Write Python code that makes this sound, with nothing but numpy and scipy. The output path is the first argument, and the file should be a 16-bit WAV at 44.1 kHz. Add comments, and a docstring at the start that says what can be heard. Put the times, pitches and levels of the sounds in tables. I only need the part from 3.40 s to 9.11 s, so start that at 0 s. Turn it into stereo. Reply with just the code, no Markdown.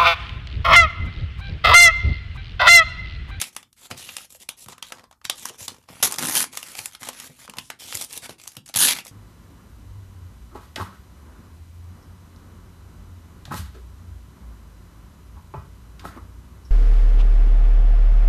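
"""Close to the microphone in a small room, pages come off a small tear-off wall calendar.
A freed sheet flaps and snaps; then fingers rub over the pad (grainy noise) and bump it (low thuds).
From 2.6 s a page rips along the binding, fibre bundle by fibre bundle (bursts of tiny ruptures that shake
the loose sheet); rubbing and buckling snaps (ringing cracks) go on until a second rip at 5.4 s and
two last strokes. A steel panel hums along, over a faint ambience."""
import sys
import numpy as np
from scipy import signal
from scipy.fft import rfft, irfft, next_fast_len
from scipy.io import wavfile
from scipy.ndimage import uniform_filter1d, map_coordinates

SR = 44100
rng = np.random.default_rng(int(sys.argv[2]) if len(sys.argv) > 2 else 0)


def bounce(signal):
    """Save signal as a 16-bit WAV file at the path given by the first command-line argument."""
    frames = np.transpose(np.atleast_2d(signal))
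    limited = np.clip(frames, -1, 1)
    pcm = np.round(limited * 32767).astype(np.int16)
    wavfile.write(sys.argv[1], SR, pcm)


N = 251934

# Strokes of fingers and sheets. Each row: start and end in seconds, relative level in dB,
# swell over the stroke in dB, pressure 0-1, grit 0-1.
STROKES = [(0, 0.095, -41, 4, 0.35, 0.67), (0.13, 0.234, -55.5, -12, 0.4, 0.9),
           (0.367, 0.469, -46, 8.5, 0.39, 0), (0.501, 0.563, -42, -8, 0.88, 0.98),
           (0.57, 0.859, -40.5, -7.5, 0.52, 0.47), (0.9, 0.971, -45.5, -1, 0.14, 0.79),
           (0.995, 1.032, -43, 8.5, 0.45, 0), (1.174, 1.246, -44.5, 2, 0, .1),
           (1.288, 1.332, -43, 10, 0.65, 0.55), (1.438, 1.511, -46.5, -7, 0.62, 0.6),
           (1.539, 1.661, -53, -19.5, 0.95, 0.83), (1.842, 1.878, -41.5, -13, 0.81, 0.99),
           (1.953, 2.101, -38, 7, 0.36, 0.72), (2.13, 2.163, -43.5, -0.5, 0.75, 0.5),
           (2.183, 2.262, -36.5, 3.5, 0.07, 0.48), (2.285, 2.503, -53, -31, 0.79, 0.84),
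           (2.485, 2.619, -41.5, 3.5, 0.73, 0), (2.689, 2.764, -35, -8, 0.86, 0.93),
           (3.121, 3.249, -40.5, -6.5, 0.44, 0.78), (3.255, 3.363, -39, -4.5, 0.55, 0.3),
           (3.37, 3.46, -35.5, -11.5, 0.3, 0.36), (3.47, 3.565, -48.5, 7, 0.6, 1),
           (3.6, 3.7, -36.5, 11, 0.5, 0.8), (3.725, 3.876, -40, 4, 0.45, 0.64),
           (3.862, 3.988, -51, -7, 0.46, 0.38), (3.992, 4.061, -41, 1, 0.66, 0),
           (4.153, 4.192, -41.5, 14.5, 0.99, 0.9), (4.208, 4.305, -53.5, -2, 0, 0.3),
           (4.395, 4.519, -37.5, 0.5, 0.54, 0.3), (4.521, 4.643, -34, 5, 0.28, 0.79),
           (4.692, 4.777, -35.5, 9, 0.4, 0.7), (4.816, 4.864, -36.5, 8.5, 0.64, 0.54),
           (4.894, 4.957, -46, -24, 0.62, 0.9), (4.989, 5.157, -46.5, -12.5, 0.43, 0.96),
           (5.248, 5.299, -45.5, 12, 0.32, 1), (5.546, 5.613, -36.5, -7, 0.58, 0.7),
           (5.644, 5.708, -42, -1.5, 0.3, 0.99)]


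def amp(db):
    """Decibels to gain."""
    return 10 ** (np.asarray(db) / 20)


def unit(x):
    """Scale to rms 1."""
    return x / np.sqrt(np.mean(x ** 2) + 1e-20)


def along(points, hz):
    """(Hz, value) points read on a log frequency axis."""
    f, v = np.transpose(points)
    return np.interp(np.log(hz + 1), np.log(f), v)


def wobble(rate):
    """A smooth random curve, rate knots a second."""
    knots = rng.standard_normal(int(N * rate / SR) + 4)
    return map_coordinates(knots, [np.arange(N) * rate / SR])


def filtered(x, response):
    """x times a response of frequency."""
    n = x.shape[-1]
    padded = next_fast_len(n + 2048)
    hz = np.fft.rfftfreq(padded, 1 / SR)
    return irfft(rfft(x, padded) * response(hz), padded)[..., :n]


def colour(x, points):
    """x through a (Hz, dB) spectrum, at rms 1."""
    return unit(filtered(x, lambda hz: amp(along(points, hz))))


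def ring(x, modes):
    """x through (Hz, width in Hz, dB) resonances, at rms 1."""
    def response(f):
        return sum(amp(db) * 1j * f * width / (centre ** 2 - f * f + 1j * f * width)
                   for centre, width, db in modes)
    return unit(filtered(x, response))


def noise(n):
    """White noise at the two ports, whose likeness depends on frequency: greatest in the bass."""
    # How alike the ports hear it. Each row: frequency in Hz, correlation 0-1.
    likeness = [(100, 0.73), (400, 0.88), (1300, 0.61), (2500, 0.26), (4000, 0.057), (7000, 0.17),
                (14000, 0.4)]

    def mid_and_side(hz):
        turn = np.arccos(np.clip(along(likeness, hz), -1, 1)) / 2
        return np.array([np.cos(turn), np.sin(turn)])

    mid, side = filtered(rng.standard_normal((2, n)), mid_and_side)
    return np.array([mid + side, mid - side])


def grains(rate, spread_db, life):
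    """Envelope of tiny ruptures, rate a second: sudden rise, quick fall of power over life s, uneven sizes."""
    size = amp(spread_db * np.clip(rng.standard_normal(N), -2, 2))
    struck = (rng.random(N) < rate / SR) * size ** 2
    power = signal.lfilter([1], [1, -np.exp(-1 / (life * SR))], struck)
    # tension released by one rupture is missing from its neighbours
    supply = np.abs(uniform_filter1d(power, size=1100)) + power.mean() / 10
    return unit(np.sqrt(power / supply))


def add(track, s, sound):
    """Mix a sound in at time s."""
    span = track[:, max(0, round(s * SR)):][:, :sound.shape[-1]]
    span += sound[:, :span.shape[-1]]


def bent(x, depth_db):
    """As the sheet bends, the frequencies it favours keep shifting."""
    bends_per_s = 22
    hz, t, z = signal.stft(x, SR, nperseg=256)
    knots = np.clip(rng.standard_normal((32, int(t[-1] * bends_per_s) + 2)), -2, 2)
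    band = 7 * np.log2(1 + hz / 1200)  # finer steps in the bass
    field = map_coordinates(knots, np.meshgrid(band, t * bends_per_s, indexing='ij'))
    return signal.istft(z * amp(depth_db * field), SR, nperseg=256)[1][:, :x.shape[-1]]


def sliding():
    """Pressure sets the colour of a stroke; smooth ones hiss finely, gritty ones catch and let go."""
    # Spectra of the three voices of rubbing. Each row: frequency in Hz, relative level in dB.
    hiss_spectrum = [(1500, -13), (3200, -8), (4600, -8), (5700, -2), (7200, -2.5), (8600, -7.5),
                     (10800, -5.5), (12500, -9.5), (14500, -17.5)]
    rustle_spectrum = [(600, -18.5), (1300, 4), (1750, 4.5), (2250, 7.5), (3000, 0.5), (3700, 0),
                       (4600, 0.5), (7000, -27)]
    scrape_spectrum = [(35, -32.5), (90, 1.5), (250, -7), (420, -15), (650, -6.5), (900, 2.5), (1400, -4),
                       (2200, -10), (5000, -42)]
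    # A light touch only hisses, a firm one rustles, a hard one scrapes the pad.
    # Each row: pressure 0-1, then hiss, rustle and scrape, relative levels in dB.
    touch = [(0, -2.5, -15.5, -25), (.6, -6, -2, -15), (1, -14, -15, 0)]
    # Pitch of the rustle over time. Each row: time in seconds, ratio to its usual spectrum.
    rustle_pitch = [(.45, 0.98), (.6, 1.36), (1.48, 1.7), (1.6, 0.78), (1.999, 1.35), (3.4, 1), (3.7, 0.86),
                    (4.1, 1.06), (4.45, 1.44), (4.74, 1.5), (4.84, 1.05)]
    attack_s, release_s = 0.015, 0.0061  # the fall straddles the end and lasts 1.5 release_s

    out, t = np.zeros((2, N)), np.arange(N) / SR
    fine = grains(rate=2400, spread_db=-2.5, life=0.00065)
    catches = grains(rate=240, spread_db=9.5, life=0.0018)
    hissing, scraping = colour(noise(N), hiss_spectrum), colour(noise(N), scrape_spectrum)
    rustling = noise(N)
    creaks = grains(rate=150, spread_db=5.5, life=.0014)
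    waver_db = 1 * wobble(rate=35)  # the hand never moves quite evenly
    pressures, hiss_db, rustle_db, scrape_db = np.transpose(touch)
    for start, end, db, swell_db, pressure, grit in STROKES:
        edges = [start - attack_s / 2, start + attack_s / 2, end - release_s / 2, end + release_s]
        on = slice(max(0, int(edges[0] * SR)), int(edges[-1] * SR))
        progress = (t[on] - start) / (end - start)
        level_db = db + swell_db * (progress - .5) + waver_db[on]
        speed = np.interp(t[on], edges, [0, 1, 1, 0]) * amp(level_db)
        share = np.clip(grit, 0, 1) ** 2
        friction = np.sqrt((1 - share) * fine[on] ** 2 + share * catches[on] ** 2)
        ratio = np.interp((start + end) / 2, *np.transpose(rustle_pitch))
        shifted = [(hz * ratio, v) for hz, v in rustle_spectrum]
        hiss = amp(np.interp(pressure, pressures, hiss_db)) * hissing[:, on]
        rustle = amp(np.interp(pressure, pressures, rustle_db)) * colour(rustling[:, on], shifted)
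        scrape = amp(np.interp(pressure, pressures, scrape_db)) * scraping[:, on]
        body = rustle * (0.66 + 0.12 * creaks[on]) + scrape * creaks[on]
        out[:, on] += speed * friction * (hiss + body)
    return bent(out, depth_db=2.5)


def ripping():
    """Each tug bites at once and fades as paper yields; bursts of parting fibres shake loose sheet and pad."""
    # Pulls at the binding, the weakest mostly a freed sheet flapping. Each row: start and end in seconds,
    # fibres, loose sheet and pad, relative levels in dB, fade in dB, lowest ring in Hz.
    tugs = [(0, 0.071, -31, -26.5, -52, 23, 2370), (2.626, 2.681, -7.5, -26, -20, 20, 2100),
            (2.781, 2.831, -27.5, -31.5, -26.5, 1.5, 1700), (2.833, 2.949, -27.5, -36.5, -30, -4, 1720),
            (2.958, 3.031, -13.5, -22, -26.5, 7.5, 1620), (5.359, 5.38, -11, -26, -26.5, 8, 1700),
            (5.387, 5.41, -18, -28, -39, -4, 1700), (5.412, 5.466, -12, -18, -26.5, 4, 1650),
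            (5.471, 5.535, -18.5, -18, -33.5, 5.5, 2220)]
    # Spectra of parting fibres and of the pad. Each row: frequency in Hz, relative level in dB.
    fibre_spectrum = [(1200, -28), (3000, 3.5), (4800, 3.5), (5900, 11.5), (7800, 9), (8800, 6),
                      (9600, 11.5), (11000, 11.5), (12000, 8.5), (14500, 2.5)]
    pad_spectrum = [(35, -39.5), (80, -6), (160, -3.5), (330, 0), (520, -6.5), (1000, 4.5), (1450, -2.5),
                    (2100, -2.5), (4000, -47)]
    # Upper rings of the loose sheet. Each row: frequency in Hz, width in Hz, relative level in dB.
    sheet_modes = [(2800, 700, -6), (3350, 550, -1), (3900, 700, -5)]
    attack_s, release_s = 0.001, 0.0032
    sheet_fades, pad_fades = 0.69, 0.67  # shares of the fibres' fade

    out, t = np.zeros((2, N)), np.arange(N) / SR
    singly = grains(rate=240, spread_db=6.5, life=.0008)
    crowded = grains(rate=2000, spread_db=4, life=.0005)
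    rupture = bent(noise(N), depth_db=2.5)
    uneven = amp(1.5 * wobble(rate=70))  # the tear sticks and runs
    for start, end, fibre_db, sheet_db, pad_db, fade_db, hz in tugs:
        on = (t >= start) & (t < end + 10 * release_s)
        bite = np.minimum((t[on] - start) / attack_s, 1)
        pull = bite * np.exp(-np.maximum(t[on] - end, 0) / release_s)
        progress = np.minimum((t[on] - start) / (end - start), 1)
        lost_db = fade_db * progress
        fibre = amp(fibre_db - lost_db)
        # the harder the pull, the closer together the bundles part
        hard = .15 + .7 * fibre / (fibre + amp(-22))
        bursts = np.sqrt((1 - hard) * singly[on] ** 2 + hard * crowded[on] ** 2)
        breaks = bursts * rupture[:, on]
        # the sheet's lowest ring is stronger the higher it lies
        low_db = -4.5 + 0.0029 * (hz - 1700)
        low = amp(low_db) * ring(breaks, [(hz, .2 * hz, 0)])
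        sheet = amp(sheet_db - sheet_fades * lost_db) * (low + ring(breaks, sheet_modes))
        pad = amp(pad_db - pad_fades * lost_db) * colour(breaks, pad_spectrum)
        parting = amp(-2.5) * fibre * colour(breaks, fibre_spectrum)
        out[:, on] += pull * uneven[on] * (parting + amp(-5.0) * sheet + amp(-6) * pad)
    return out


def room(x):
    """The room's answer, a decaying noise tail redrawn three times a second as hand and sheet move about."""
    # Decay of the room. Each row: frequency in Hz, time to fall by 60 dB in seconds.
    decay = [(120, 0.27), (260, 0.86), (450, 0.12), (1000, 0.21), (3000, 0.16), (8000, 0.15),
             (14000, 0.097)]
    out, hop = np.zeros((2, N)), SR // 3
    for start in range(0, N, hop):
        hz, t, z = signal.stft(noise(SR // 2), SR, nperseg=256)
        fall = amp(-60 * t / along(decay, hz)[:, None])
        build_up = 1 - np.exp(-t / 0.00043)
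        tail = signal.istft(z * fall * build_up, SR, nperseg=256)[1]
        tail = tail / np.linalg.norm(tail[0])
        add(out, start / SR, signal.fftconvolve(x[:1, start:start + hop], tail, axes=1))
    return out


def panel_hum(paper):
    """The steel panel behind the pad resonates with the sounds of the paper."""
    # Resonances of the panel. Each row: frequency in Hz, width in Hz, relative level in dB.
    panel_modes = [(91, 39, -3), (148, 40, -9), (211, 42, -7.5), (250.4, 9.9, 6), (312, 10, -32.5),
                   (512, 15, 1.5)]
    return amp(-52.5) * ring(paper, panel_modes)


def ambience():
    """The faint steady noise of the place, strongest in the bass."""
    # Spectrum of the place. Each row: frequency in Hz, relative level in dB.
    ambience_spectrum = [(25, -15.5), (50, 16), (100, 10.5), (260, -0.5), (450, -44), (1500, -46),
                         (6000, -21), (15000, -17)]
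    return amp(-66) * colour(noise(N), ambience_spectrum)


def scatter(start, end, per_s, over_db, hz, crisp_db, db=0, change_db=0, density=1):
    """Rows of up to 16 chance snaps, over_db above a level that runs from db to db + change_db."""
    spread_db, spread_octaves = 1.5, 0.94
    places, draws = rng.random(16), np.clip(rng.standard_normal((16, 2)), -2, 2)
    count = max(0, round(density * per_s * (end - start)))
    rows = []
    for u, (size, pitch) in zip(places[:count], draws):
        level_db = db + u * change_db + over_db + spread_db * size
        rows.append((start + u * (end - start), level_db, hz * 2 ** (spread_octaves * pitch), crisp_db))
    return rows


def small_snaps():
    """The grittier a stroke, the more often it crinkles; in a tear, stronger fibre bundles pop at random."""
    # A page is parting along the binding. Each row: start and end in seconds.
    tears = [(2.782, 3.04), (5.369, 5.53)]
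    rows = []
    for start, end, db, swell_db, _, grit in STROKES:
        rows += scatter(start, end, per_s=27.5, over_db=7.5, hz=1498, crisp_db=-13,
                        db=db - swell_db / 2, change_db=swell_db, density=grit ** 2)
    for start, end in tears:
        rows += scatter(start, end, per_s=50, over_db=-24, hz=2400, crisp_db=-6.5)
    return rows


def buckling():
    """A crease strains for an instant and pops through: a millisecond crack, then a short shiver of the sheet."""
    # The sheet buckles or a strong fibre bundle gives way. Each row: time in seconds,
    # relative level in dB, ring in Hz, relative crispness in dB.
    snap_rows = [(0.015, -7, 2670, 2), (.019, -16, 2500, -26), (.165, -15, 2290, -7),
                 (0.229, -32.5, 2700, -17), (0.329, -40.5, 3450, -2), (0.509, -29.5, 880, 1),
                 (0.512, -14.5, 2340, -34), (0.69, -22, 2740, -45), (.694, -26.5, 2770, -43),
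                 (0.767, -14, 2960, -5.5), (0.783, -22, 2800, -33), (1.09, -13, 2750, -7.5),
                 (1.261, -30.5, 1210, -10), (1.285, -22.5, 1085, -7.5), (1.33, -25.5, 1140, -30),
                 (1.381, -29, 1160, -15), (1.426, -16, 3300, -19.5), (1.504, -34.5, 750, -35),
                 (1.522, -16.5, 1275, -16), (1.572, -33.5, 844, -32), (1.584, -32.5, 1150, -30),
                 (1.595, -33.5, 1400, -19), (1.609, -42, 950, -30), (1.64, -33.5, 1000, -27),
                 (1.712, -34.5, 890, -16.5), (1.727, -35.5, 1170, -35.5), (1.815, -38.5, 1210, -42),
                 (1.852, -13, 3540, -16), (1.898, -3, 3300, -11.5), (2.055, -11.5, 1010, -2.5),
                 (2.281, -12.5, 4100, -10), (2.488, -27.5, 1010, -36), (2.628, -5, 5120, -7),
                 (2.63, -5.5, 1280, -1.5), (2.712, -21, 2400, -2), (2.723, -10.5, 1260, 1.5),
                 (2.741, -16, 3600, -8), (2.76, -23, 4000, 2), (2.785, -14, 3700, 4.5),
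                 (2.791, -17, 3600, 0.5), (2.799, -25, 1730, -5.5), (2.833, -14, 1380, -12.5),
                 (2.852, -14, 1700, -5), (2.871, -13.5, 1700, 1), (2.885, -12, 1670, -3),
                 (2.953, -3.5, 2300, 0), (3.006, -11.5, 1940, -12), (3.041, -11.5, 1730, -9),
                 (3.173, -12, 2760, -5.5), (3.229, -18.5, 2630, -8.5), (3.352, -21, 2090, -13),
                 (3.39, -15, 2320, -11.5), (3.458, -14, 2430, 0.5), (3.55, -24, 3180, -21),
                 (3.631, -20, 1620, -8.5), (3.688, -11.5, 970, -6), (3.8, -20, 3600, -4),
                 (4.078, -25, 1250, -35), (4.097, -23.5, 2620, -7.5), (4.137, -24.5, 1000, -28),
                 (4.17, -27, 2600, -10), (4.185, -14, 2800, -16.5), (4.302, -13.5, 1400, -15.5),
                 (4.525, -17.5, 2510, -28), (4.552, -11.5, 2140, 1), (4.572, -15.5, 4240, -1),
                 (4.612, -15, 905, 1), (4.623, -17, 3580, 4), (4.646, -21, 3570, 6),
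                 (4.728, -22.5, 4000, 4), (4.776, -17, 3400, 0.5), (4.894, -20.5, 635, -18),
                 (5.076, -18.5, 5150, -1.5), (5.168, -21.5, 3120, -8), (5.289, -31.5, 4250, -23),
                 (5.341, -16, 4520, -12.5), (5.35, -15.5, 3130, -18), (5.361, -7, 3350, -9),
                 (5.374, -8.5, 3400, -8), (5.405, -7, 3380, -4), (5.472, -10, 2360, -10.5),
                 (5.481, -10.5, 2400, -7), (5.488, -16.5, 2270, -12), (5.506, -12, 2240, -6),
                 (5.521, -15.5, 3100, -3), (5.564, -20, 2100, -23), (5.587, -13, 2490, -31)]
    # Spectra of the crease, its crisp top and the body of the sheet.
    # Each row: frequency in Hz, relative level in dB.
    crease_spectrum = [(100, -13), (500, -19.5), (1200, 8), (3000, 5.5), (6000, 1), (10000, -15),
                       (15000, -32.5)]
    crisp_spectrum = [(2000, -117), (5000, 9), (7500, 9.5), (10500, 9), (14500, 1)]
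    body_spectrum = [(40, -39), (150, -11.5), (400, -8), (900, 1), (1400, -8), (3000, -43)]
    strain_s, crack_s, shiver_s = 0.00081, 0.00084, 0.005  # time constants of rise, fall and after-ring

    out, t = np.zeros((2, N)), np.arange(-200, 1300) / SR
    after = np.maximum(t - strain_s, 0)
    strain = np.exp(np.minimum(t - strain_s, 0) / strain_s)
    shape = strain * (np.exp(-after / crack_s) + amp(-9.5) * np.exp(-after / shiver_s))
    shiver = noise(N + 2 * len(t))
    for s, db, hz, crisp_db in snap_rows + small_snaps():
        # a wide, low-ringing fold moves more of the sheet: 1 dB more body per octave down
        body_db = -10.5 - 1 * np.log2(hz / 2510)
        crack = shiver[:, max(0, round(s * SR)):][:, :len(t)] * shape
        fold = ring(crack, [(hz, .36 * hz, 0)])
        snap = colour(crack, crease_spectrum) + amp(1.5) * fold
        snap += amp(crisp_db + 9.5) * colour(crack, crisp_spectrum)
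        snap += amp(body_db) * colour(crack, body_spectrum)
        add(out, s + t[0], amp(db - 19.0) * unit(snap))
    return out


def bumping():
    """The hand bumps the pad on the panel: the soft stack of pages gives a short, broad thud."""
    # Bumps of the hand. Each row: time in seconds, relative level in dB, pitch in Hz.
    bump_rows = [(.511, -30, 137), (0.538, -43, 126), (1.26, -42, 132), (1.285, -40, 158),
                 (2.101, -38.5, 372), (2.205, -39.5, 93), (2.497, -39, 157), (2.626, -25, 373),
                 (2.833, -29.5, 280), (3.395, -45.5, 102), (3.61, -43, 209), (3.894, -41.5, 175),
                 (4.086, -39, 230), (4.167, -48, 168), (4.545, -35.5, 94.7), (4.768, -44.5, 253),
                 (4.892, -38, 130), (5.167, -37.5, 101), (5.357, -31, 150), (5.537, -54, 91.5)]
    # Spectrum of the stack of pages. Each row: frequency in Hz, relative level in dB.
    thud_spectrum = [(30, -20), (70, -4), (140, 1), (220, -4.5), (400, -3.5), (700, 2.5), (1500, -12)]
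    out, t = np.zeros((2, N)), np.arange(4096) / SR
    shape = (1 - np.exp(-t / .004)) * np.exp(-t / .01)
    for s, db, hz in bump_rows:
        knock = ring(noise(len(t)) * shape, [(hz, .75 * hz, 0)])
        add(out, s, amp(db - 15.5) * colour(knock, thud_spectrum))
    return out


def scene():
    """The paper lies right of centre: the left port hears it later and duller at the top."""
    # Where the paper lies. Each row: time in seconds, left minus right in dB.
    place = [(0.0, -2.5), (0.89, -3), (1.1, -7), (1.129, -3), (1.88, -1.5), (1.91, 0), (3.37, -5),
             (3.53, -7.5), (3.7, 1.5), (4.12, -3), (4.36, -2), (4.39, -7.5), (4.58, -4.5), (5.71, -3)]
    # Tilt of the paper between the ports. Each row: frequency in Hz, left minus right in dB.
    lean = [(60, -2), (200, 2.5), (700, -2.5), (1290, 4), (2380, 0), (4400, -3.5), (6500, 4.5), (9500, -11),
            (14000, -8.5)]
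    port_lag_s = 0.0002705

    handling, snaps = sliding() + ripping() + bumping(), buckling()
    paper = handling + snaps
    panel = panel_hum(paper)
    sides = np.array([[1], [-1]]) / 2  # left, right: half of each difference
    place_db = np.interp(np.arange(N) / SR, *np.transpose(place))
    answer = room(amp(-8.5) * handling + amp(-9) * snaps)
    heard = (paper + answer) * amp(sides * place_db)

    def port_response(hz):
        lag = np.exp(-2j * np.pi * hz * port_lag_s * sides)
        return amp(sides * along(lean, hz)) * lag

    return filtered(heard, port_response) + panel + ambience()


def record(dry):
    """The small microphone loses the deepest bass, rounds off the loudest cracks and ends steeply at the top."""
    top_hz = 14350
    thin = filtered(dry, lambda hz: (1j * hz / (28 + 1j * hz)) ** 2)
    rounded = thin / (1 + np.abs(thin / .92) ** 6) ** (1 / 6)
    return filtered(rounded, lambda hz: 1 / np.sqrt(1 + (hz / top_hz) ** 160))


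dry = scene()
out = record(dry)
bounce(out)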